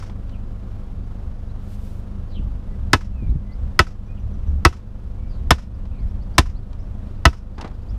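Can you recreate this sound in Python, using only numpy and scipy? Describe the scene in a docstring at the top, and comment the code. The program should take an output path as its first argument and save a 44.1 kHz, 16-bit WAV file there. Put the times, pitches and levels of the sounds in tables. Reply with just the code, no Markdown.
"""The dying tail and echoes of one sledgehammer blow on a wooden fence post, then six more, close and overloaded.
Each blow is a noise crack, a ring of decaying sine modes and a low thump of soil; filtered copies and
scattered hiss bring it back from the farmyard. A small engine idles as harmonics over noise, and loose gear
rattles in short noise bursts. Birds call far off in gliding sines, a hand slides on the shaft as shaped
noise, and wind nudges the microphone as low noise that follows breeze and gusts."""
import sys
import numpy as np
from scipy import signal
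from scipy.fft import rfft, irfft, next_fast_len
from scipy.io import wavfile

SR = 44100
rng = np.random.default_rng(int(sys.argv[2]) if len(sys.argv) > 2 else 0)


def file_out(sig):
    """Save sig as 16-bit WAV at sys.argv[1]."""
    # one column per channel
    cols = np.atleast_2d(sig).T
    # limit, then scale
    lim = np.clip(cols, -1, 1)
    pcm = np.round(lim * 32767).astype(np.int16)
    wavfile.write(sys.argv[1], SR, pcm)


N = 351914
LEAD_S = 0.2  # the hammer track starts this early, so that a blow before the start can ring on

# dull colour of gear, for knocks and scuffs: (frequency [Hz], relative density [dB per Hz])
KNOCK_COLOUR = [(100, -5), (260, 8.5), (480, -4), (850, 1.5), (1700, -10), (3000, -20), (8000, -39),
                (16000, -69)]


def gain_of(db):
    """Decibels to amplitude."""
    return 10 ** (np.asarray(db) / 20)


def evened(x):
    """Scales to rms 1."""
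    return x / np.sqrt(np.mean(x ** 2) + 1e-20)


def read(points, hz):
    """Reads a table on a log-frequency axis."""
    f, value = np.transpose(points)
    return np.interp(np.log(hz + 1), np.log(f + 1), value)


def add(mix, s, sound):
    """Mixes a sound in at time s, cutting whatever runs past the end."""
    part = mix[max(round(s * SR), 0):][:len(sound)]
    part += sound[:len(part)]


def noise(colour, size):
    """Noise of rms 1 with the given spectrum."""
    n = next_fast_len(size)
    hz = np.fft.rfftfreq(n, 1 / SR)
    spectrum = rfft(rng.standard_normal(n)) * gain_of(read(colour, hz))
    return evened(irfft(spectrum, n)[:size])


def drift(hz, size):
    """Slow random wander of rms 1, up to about hz."""
    n = next_fast_len(size)
    lowpass = 1 / (1 + (np.fft.rfftfreq(n, 1 / SR) / hz) ** 4)
    return evened(irfft(rfft(rng.standard_normal(n)) * lowpass, n)[:size])


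def fade(t, t60):
    """Exponential decay by 60 dB in t60."""
    return np.exp(-np.log(1000) * t / t60)


def onset(t, delay, rise):
    """A smooth start after a delay."""
    return 1 - np.exp(-(np.maximum(t - delay, 0) / rise) ** 2)


def bloom(t, hz):
    """Low bending waves travel slowly, so the low notes arrive a little later and more softly."""
    lag = 0.003 / (1 + (hz / 550) ** 4)
    return onset(t, lag, 0.0008 + 0.25 * lag)


def burst(colour, t60s, t, count=9):
    """A puff of noise in which every band starts and dies at its own speed."""
    spectrum = rfft(noise(colour, len(t)))
    hz = np.fft.rfftfreq(len(t), 1 / SR)
    centres = np.geomspace(100, 15000, count)
    out = np.zeros(len(t))
    # neighbouring bands crossfade, so their shares add up to the whole spectrum
    for centre, share in zip(centres, np.eye(count)):
        band = irfft(spectrum * read(np.c_[centres, share], hz), len(t))
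        out += band * fade(t, read(t60s, centre)) * bloom(t, centre)
    return out


def swell(curve, colour, trim_db=0):
    """Coloured noise that follows a level curve and is all but silent outside it."""
    s, db = np.transpose(curve)
    level_db = np.interp(np.arange(N) / SR, s, db, left=-120, right=-120)
    return gain_of(level_db + trim_db) * noise(colour, N)


def thump(t, hz):
    """The post sinks a moment after the blow and the soil springs back, with one quicker overtone."""
    late = np.maximum(t - 0.007, 0)
    bounce = gain_of(4) * np.sin(2 * np.pi * hz * late) * fade(late, 0.088) * onset(late, 0, 0.006)
    overtone = gain_of(-6.5) * np.sin(2 * np.pi * 142 * (t - 0.003)) * fade(t, 0.074) * onset(t, 0.0014, 0.0042)
    return bounce + overtone


def hammer(size=16384):
    """Each blow crushes the fibres and rings the post; the aim decides which modes speak. Starts LEAD_S early."""
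    # blows: (time [s], force on all but the thump [dB], crack brightness [dB], relative thump level [dB],
    # thump pitch [Hz], aim [0 square on the top .. 1 on its edge], extra note [Hz], its relative level [dB])
    blow_list = [(-.052, -2, 6.5, 5.5, 82.9, 0.56, 1320, -18), (2.9316, -2, -2, -5, 81, 0.46, 1678, -1),
                 (3.7915, -1.5, -2.5, -3, 70.3, 0.068, 1778, -5),
                 (4.6502, 0, -4, 2, 69.5, 0.089, 1110, -4.5), (5.5063, 0, 0, -1, 71.4, 1.0, 720, -5.5),
                 (6.381, -0.5, 8.5, 0, 68.3, 1, 1184, -10.5), (7.2533, 0, -5.5, 5, 64.7, 0.12, 676, 1.5)]
    # modes of post and hammer head: (frequency [Hz], relative level struck square [dB],
    # relative level struck on the edge [dB], t60 [s])
    post_modes = [(260, -16, -17, 0.023), (388, -18, -8.5, 0.049), (460, -21.5, -11, 0.049),
                  (665.5, -15, -9, 0.049), (960, -4, -22.5, 0.06), (1021, -13, 3, 0.042),
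                  (1298, 3.5, -10.5, .055), (1500, -5, -10, 0.062), (1799, -10.5, -6, 0.052),
                  (1972, -0.5, -16.5, 0.041), (2187, -23.5, -13, 0.05), (2606, -6.5, -17.5, 0.062),
                  (2720, -15.5, -8, 0.046), (2940, -14, -13, 0.06), (3340, -14.5, -14, 0.025),
                  (3584, -17.5, -11, 0.059), (5180, -2.5, -0.5, 0.023)]
    # crushing wood fibres: (frequency [Hz], relative density [dB per Hz])
    crack_colour = [(100, -4.5), (300, 11), (560, 0), (1000, 6.5), (2000, -1), (4200, -5.5), (5400, -8),
                    (7000, -15), (11000, -22.5), (16000, -29.5)]
    # how long the crushing lasts: (frequency [Hz], t60 [s])
    crack_t60 = [(200, 0.084), (1000, 0.054), (3000, 0.049), (6000, 0.055), (14000, 0.032)]
    # steel on wood: (frequency [Hz], relative density [dB per Hz])
    snap_colour = [(1500, -29), (4200, -7.5), (5300, 4.5), (7000, -13.5), (11000, -14.5), (16000, -28.5)]
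    bright_above_hz = 5200  # where a blow's brightness takes hold

    t = np.arange(size) / SR
    out = np.zeros(N + round(LEAD_S * SR))
    hz, square_db, edge_db, t60 = np.transpose(post_modes)[:, :, None]
    for s, force_db, bright_db, thump_db, thump_hz, aim, note_hz, note_db in blow_list:
        # random starting phase [turns] and slight detuning of every mode
        phase, detune = rng.uniform(-0.97, 1, (2, len(post_modes), 1))
        height = (1 - aim) * gain_of(square_db) + aim * gain_of(edge_db)
        tones = np.sin(2 * np.pi * (hz * (1 + 0.0034 * detune) * t + phase))
        ring = (height * fade(t, t60) * bloom(t, hz) * tones).sum(0)
        # the head never lands twice on the same spot: each blow brings out one more note
        note = gain_of(note_db) * fade(t, 0.053) * bloom(t, note_hz) * np.sin(2 * np.pi * note_hz * t)
        colour = [(f, db + bright_db / (1 + (bright_above_hz / f) ** 4)) for f, db in crack_colour]
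        crack = burst(colour, crack_t60, t)
        # steel meeting wood gives a brief bright snap
        snap = gain_of(-7) * noise(snap_colour, size) * fade(t, 0.014) * onset(t, 0.00018, 0.0002)
        impact = gain_of(-2.5) * (ring + note) + crack + snap
        add(out, LEAD_S + s, gain_of(force_db) * impact)
        add(out, LEAD_S + s, gain_of(thump_db) * thump(t, thump_hz))
    return out


def farmyard(x, size=16384):
    """A flat wall returns a dull slap; leaves scatter the treble into a diffuse hiss that follows its power."""
    # crop and hedges: (delay [s], level against the treble [dB], t60 of the scatter [s])
    hedges = [(0.016, -23, 0.16), (0.074, -33, 0.14), (.112, -39.5, 0.15)]
    # (frequency [Hz], relative density [dB per Hz])
    leaf_colour = [(100, -19.5), (500, 0.5), (1000, 4.5), (2000, 3.5), (3000, 0.5), (4200, -4), (5400, 3),
                   (6500, -5), (8500, -12), (12000, -20), (16000, -31.5)]
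    wall_s, wall_db = 0.076, -34.5

    t = np.arange(size) / SR
    slap = np.zeros(len(x))
    dull = signal.sosfilt(signal.butter(2, [700, 1700], "band", fs=SR, output="sos"), x)
    add(slap, wall_s, gain_of(wall_db) * dull)

    response = np.zeros(SR)
    for delay, db, t60 in hedges:
        decay = fade(t, t60) ** 2
        add(response, delay, gain_of(db) ** 2 * decay / decay.sum())
    treble = signal.sosfilt(signal.butter(2, 3000, "high", fs=SR, output="sos"), x)
    power = abs(signal.fftconvolve(treble ** 2, response)[:len(x)])
    return slap + np.sqrt(power) * noise(leaf_colour, len(x))


def engine():
    """Firing orders and shaft tones over a rumble; the airy noise throbs a little with each firing."""
    # firing orders and shaft tones: (multiple of the firing rate, peak level before wavering [dB])
    orders = [(1, -28), (2, -33), (2.78, -43), (3, -41), (4, -34.5), (5, -61.5), (5.55, -47), (7, -58.5),
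              (7.76, -50.5), (8, -47.5), (9, -68.5), (10, -56.5), (11, -71), (12, -61), (13, -61),
              (15, -63), (20, -59.5)]
    # airy hiss: (frequency [Hz], relative density [dB per Hz])
    air_colour = [(160, -34.5), (280, -15.5), (366, 1), (398, -3.5), (504, -2), (717, -6), (780, -7.5),
                  (877, -9), (1230, -11.5), (2070, -22), (3250, -24.5), (15500, -44.5)]
    # low rumble: (frequency [Hz], relative density [dB per Hz])
    rumble_colour = [(10, -18.5), (28, -0.5), (80, 5.5), (120, -9.5), (165, -9.5), (200, 0), (230, -10.5),
                     (255, -9), (310, -21), (600, -54.5), (3000, -100)]
    firing_hz = 25.02  # mean rate

    turns = np.cumsum(firing_hz * (1 + 0.003 * drift(2.3, N))) / SR
    hum = np.zeros(N)
    for multiple, db in orders:
        waver = 1 + 0.14 * drift(5.1, N)
        hum += gain_of(db) * waver * np.cos(2 * np.pi * multiple * turns)
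    rumble = gain_of(-35) * noise(rumble_colour, N)
    throb = 1 + 0.14 * np.cos(2 * np.pi * turns)
    air = gain_of(-50.5 + 0.5 * drift(6.5, N)) * noise(air_colour, N) * throb
    return hum + rumble + air


def gear(size=12000):
    """Loose things knock together: a short bright tick with a duller, slightly longer body."""
    # knocks: (time [s], relative level of the bright tick [dB], relative level of the dull knock [dB])
    rattles = [(0.096, -46, -33.5), (0.293, -48, -44), (5.853, -48, -39), (6.729, -44, -37.5),
               (7.581, -37, -25.5), (7.611, -26.5, -45), (7.645, -41, -20.5), (7.675, -41, -48),
               (7.714, -56, -34)]
    # (frequency [Hz], relative density [dB per Hz])
    tick_colour = [(500, -20), (1500, 5), (4200, 7.5), (6000, -1), (9000, -13), (15000, -30)]

    t = np.arange(size) / SR
    out = np.zeros(N)
    for s, tick_db, knock_db in rattles:
        tick = gain_of(tick_db - 2.5) * noise(tick_colour, size) * fade(t, 0.043)
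        knock = gain_of(knock_db - 2) * noise(KNOCK_COLOUR, size) * fade(t, 0.048)
        add(out, s, (tick + knock) * onset(t, 0, 0.001))
    return out


def bird_note(length, glide, hoarse, size=16384):
    """One note that swells and fades; glide gives its pitch from start (0) to end (1), hoarse its roughness."""
    u = np.minimum(np.arange(size) / SR / length, 1)
    hz = glide(u) * (1 + hoarse * drift(380, size))
    return np.sin(np.pi * u) * np.sin(2 * np.pi * np.cumsum(hz) / SR)


def birds(size=16384, pip_count=4):
    """Whistles, squawks, pips and chirps, with a flock twittering at random behind them, blurred by distance."""
    # clear whistles that glide and level off:
    # (time [s], length [s], start pitch [Hz], end pitch [Hz], relative level [dB])
    whistles = [(2.66, .11, 1900, 2020, -61.5), (3.112, .22, 2750, 2230, -58.5),
                (3.441, .12, 1965, 2080, -60), (4.072, 0.074, 2380, 2520, -57.5),
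                (5.16, .15, 2250, 2318, -65.5)]
    # hoarse falling calls: (time [s], length [s], start pitch [Hz], relative level [dB])
    squawks = [(0.317, 0.062, 3120, -57), (2.285, .11, 4760, -59), (2.336, .065, 3580, -49),
               (4.165, .035, 3440, -57.5), (5.267, 0.13, 5300, -63), (5.878, .18, 2830, -62.5)]
    # quick rising chirps of the nearer small birds: (time [s], start pitch [Hz], relative level [dB])
    chirps = [(1.485, 3750, -64), (3.277, 3550, -63), (3.51, 4200, -59), (5.978, 4000, -63),
              (6.204, 4250, -61.5), (6.333, 4600, -60), (6.548, 3970, -58), (6.785, 4880, -62),
              (7.88, 4600, -58)]
    # one bird repeats a thin, slightly falling pip at an even pace, louder each time
    pip_from_s, pip_every_s, pip_s, pip_hz = 4.055, 0.138, 0.024, 6000
    pip_db, pip_grows_db = -67.5, 1.2
    # the rest of the flock, farther off: start, rate, middle pitch and its spread as a share, relative level
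    flock_from_s, twitter_per_s, twitter_hz, twitter_spread, twitter_db = 5.3, 6, 4100, 0.22, -69

    t = np.arange(size) / SR
    out = np.zeros(N)
    for s, length, start_hz, end_hz, db in whistles:
        # a bend of 1 would be a straight glide
        note = bird_note(length, lambda u: end_hz + (start_hz - end_hz) * (1 - u) ** 1.3, hoarse=0.013)
        add(out, s, gain_of(db) * note)
    for s, length, hz, db in squawks:
        note = bird_note(length, lambda u: hz * (1 - 0.29 * u), hoarse=0.06)
        add(out, s, gain_of(db) * note)
    for k in range(pip_count):
        note = bird_note(pip_s, lambda u: pip_hz * (1 - 0.04 * u), hoarse=0)
        add(out, pip_from_s + k * pip_every_s, gain_of(pip_db + k * pip_grows_db) * note)

    span = N / SR - flock_from_s
    flock = []
    for when, high in rng.random((round(twitter_per_s * span), 2)):
        hz = twitter_hz * (1 + twitter_spread * (2 * high - 1))
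        flock.append((flock_from_s + span * when, hz, twitter_db))
    for s, hz, db in list(chirps) + flock:
        note = bird_note(0.038, lambda u: hz * (1 + 0.34 * u ** 2), hoarse=0.02)
        add(out, s, gain_of(db) * note)

    scatter = rng.standard_normal(size) * fade(t, 0.25)
    blurred = signal.fftconvolve(out, scatter / np.linalg.norm(scatter))[:N]
    return gain_of(2.1) * out + gain_of(-5.5) * blurred


def hand():
    """A hand slides along the shaft: bright friction noise that swells and dies."""
    # (time [s], level [dB])
    slide = [(1.6, -70.5), (1.744, -56), (1.776, -65), (1.854, -58.5), (1.908, -61), (2.004, -65.5),
             (2.026, -75), (2.08, -80)]
    # (frequency [Hz], relative density [dB per Hz])
    slide_colour = [(800, -10.5), (2500, 4.5), (5000, 1.5), (8000, -0.5), (11500, -3), (15000, -4.5)]
    return swell(slide, slide_colour)


def wind(size=4096):
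    """A fluttering breeze and gusts buffet the microphone; strong ones break into quick, higher eddies and slaps."""
    # the breeze rises and eases: (time [s], relative level [dB])
    breeze_curve = [(2.05, -47), (2.3, -35), (3.1, -27), (4, -40), (4.7, -27), (5.05, -38.5), (5.4, -29.5),
                    (6.6, -32), (7.6, -45.5)]
    # gusts that swell and sink on top of it: (time of the peak [s], half length [s], relative level [dB])
    gust_list = [(3.3, .09, -19.5), (3.65, 0.043, -24.5), (4.26, 0.034, -23), (4.53, 0.064, -18.5),
                 (6.03, .06, -23), (7.952, 0.069, -26)]
    # single slaps of wind on the microphone: (time [s], level before the envelope [dB])
    slaps = [(2.391, -17.5), (3.22, -12.5), (3.282, -16), (3.318, -17.5), (3.349, -13.5)]
    # low buffeting: (frequency [Hz], relative density [dB per Hz])
    wind_colour = [(10, -10.5), (30, 6.5), (75, 3.5), (120, -11.5), (250, -29), (600, -73), (3000, -110)]
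    # eddies and slaps: (frequency [Hz], relative density [dB per Hz])
    eddy_colour = [(40, -12.5), (130, 4), (250, -8.5), (380, -21), (900, -54), (3000, -100)]

    now = np.arange(N) / SR
    flutter_db = 3 * drift(4, N)
    breeze = gain_of(np.interp(now, *np.transpose(breeze_curve), left=-90) + flutter_db)
    gusts = sum(gain_of(db) * np.exp(-((now - s) / half) ** 2) for s, half, db in gust_list)
    level_db = 20 * np.log10(np.hypot(breeze, gusts))
    out = gain_of(level_db + 1.3) * noise(wind_colour, N)
    # eddies grow 1.5 dB for each dB of wind
    eddy_db = -33 + 1.5 * (level_db + 18.5) + 2.4 * drift(25, N)
    out += gain_of(eddy_db) * noise(eddy_colour, N)

    t = np.arange(size) / SR
    for s, db in slaps:
        add(out, s, gain_of(db) * noise(eddy_colour, size) * fade(t, 0.074) * onset(t, 0, 0.0056))
    return out


def scuff():
    """Gear scrapes as it shifts: dull noise whose level flickers quickly."""
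    # (time [s], relative level [dB])
    scrape = [(7.57, -63), (7.582, -31.5), (7.642, -33.5), (7.648, -27.5), (7.676, -34.5), (7.74, -59)]
    return swell(scrape, KNOCK_COLOUR, trim_db=-3.5) * gain_of(2 * drift(150, N))


def scene():
    """Blows and their echoes over engine, gear, birds, handling and wind."""
    blows = hammer()
    strikes = (blows + farmyard(blows))[-N:]  # drops the lead-in
    return (strikes + engine() + gear() + birds() + hand() + wind() + scuff())[None]


def record(dry):
    """The blows overload the input; gain control dips after each and creeps back; then the band limit."""
    loaded = dry / (1 + (abs(dry) / 0.97) ** 5) ** (1 / 5)  # peaks bend over towards 0.97
    # running power, smoothed over about 200 samples
    power = signal.lfilter([1 / 200], [1, 1 / 200 - 1], loaded[0] ** 2)
    power_db = 10 * np.log10(power + 1e-12)
    # half of what exceeds -14.5 dB is cut; the cut then recovers 9 dB a second
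    wanted_cut_db = 0.5 * np.maximum(power_db + 14.5, 0)
    recovery = np.arange(N) / SR * 9
    cut_db = np.maximum.accumulate(wanted_cut_db + recovery) - recovery
    lag = np.exp(-1 / (0.055 * SR))  # the gain follows with a time constant of 55 ms
    ducked = loaded * gain_of(-signal.lfilter([1 - lag], [1, -lag], cut_db))
    edge_hz = 15500
    lowpass = signal.firwin(255, edge_hz, window=("kaiser", 8), fs=SR)
    return signal.oaconvolve(ducked, lowpass[None], "same")


dry = scene()
out = record(dry)
file_out(out)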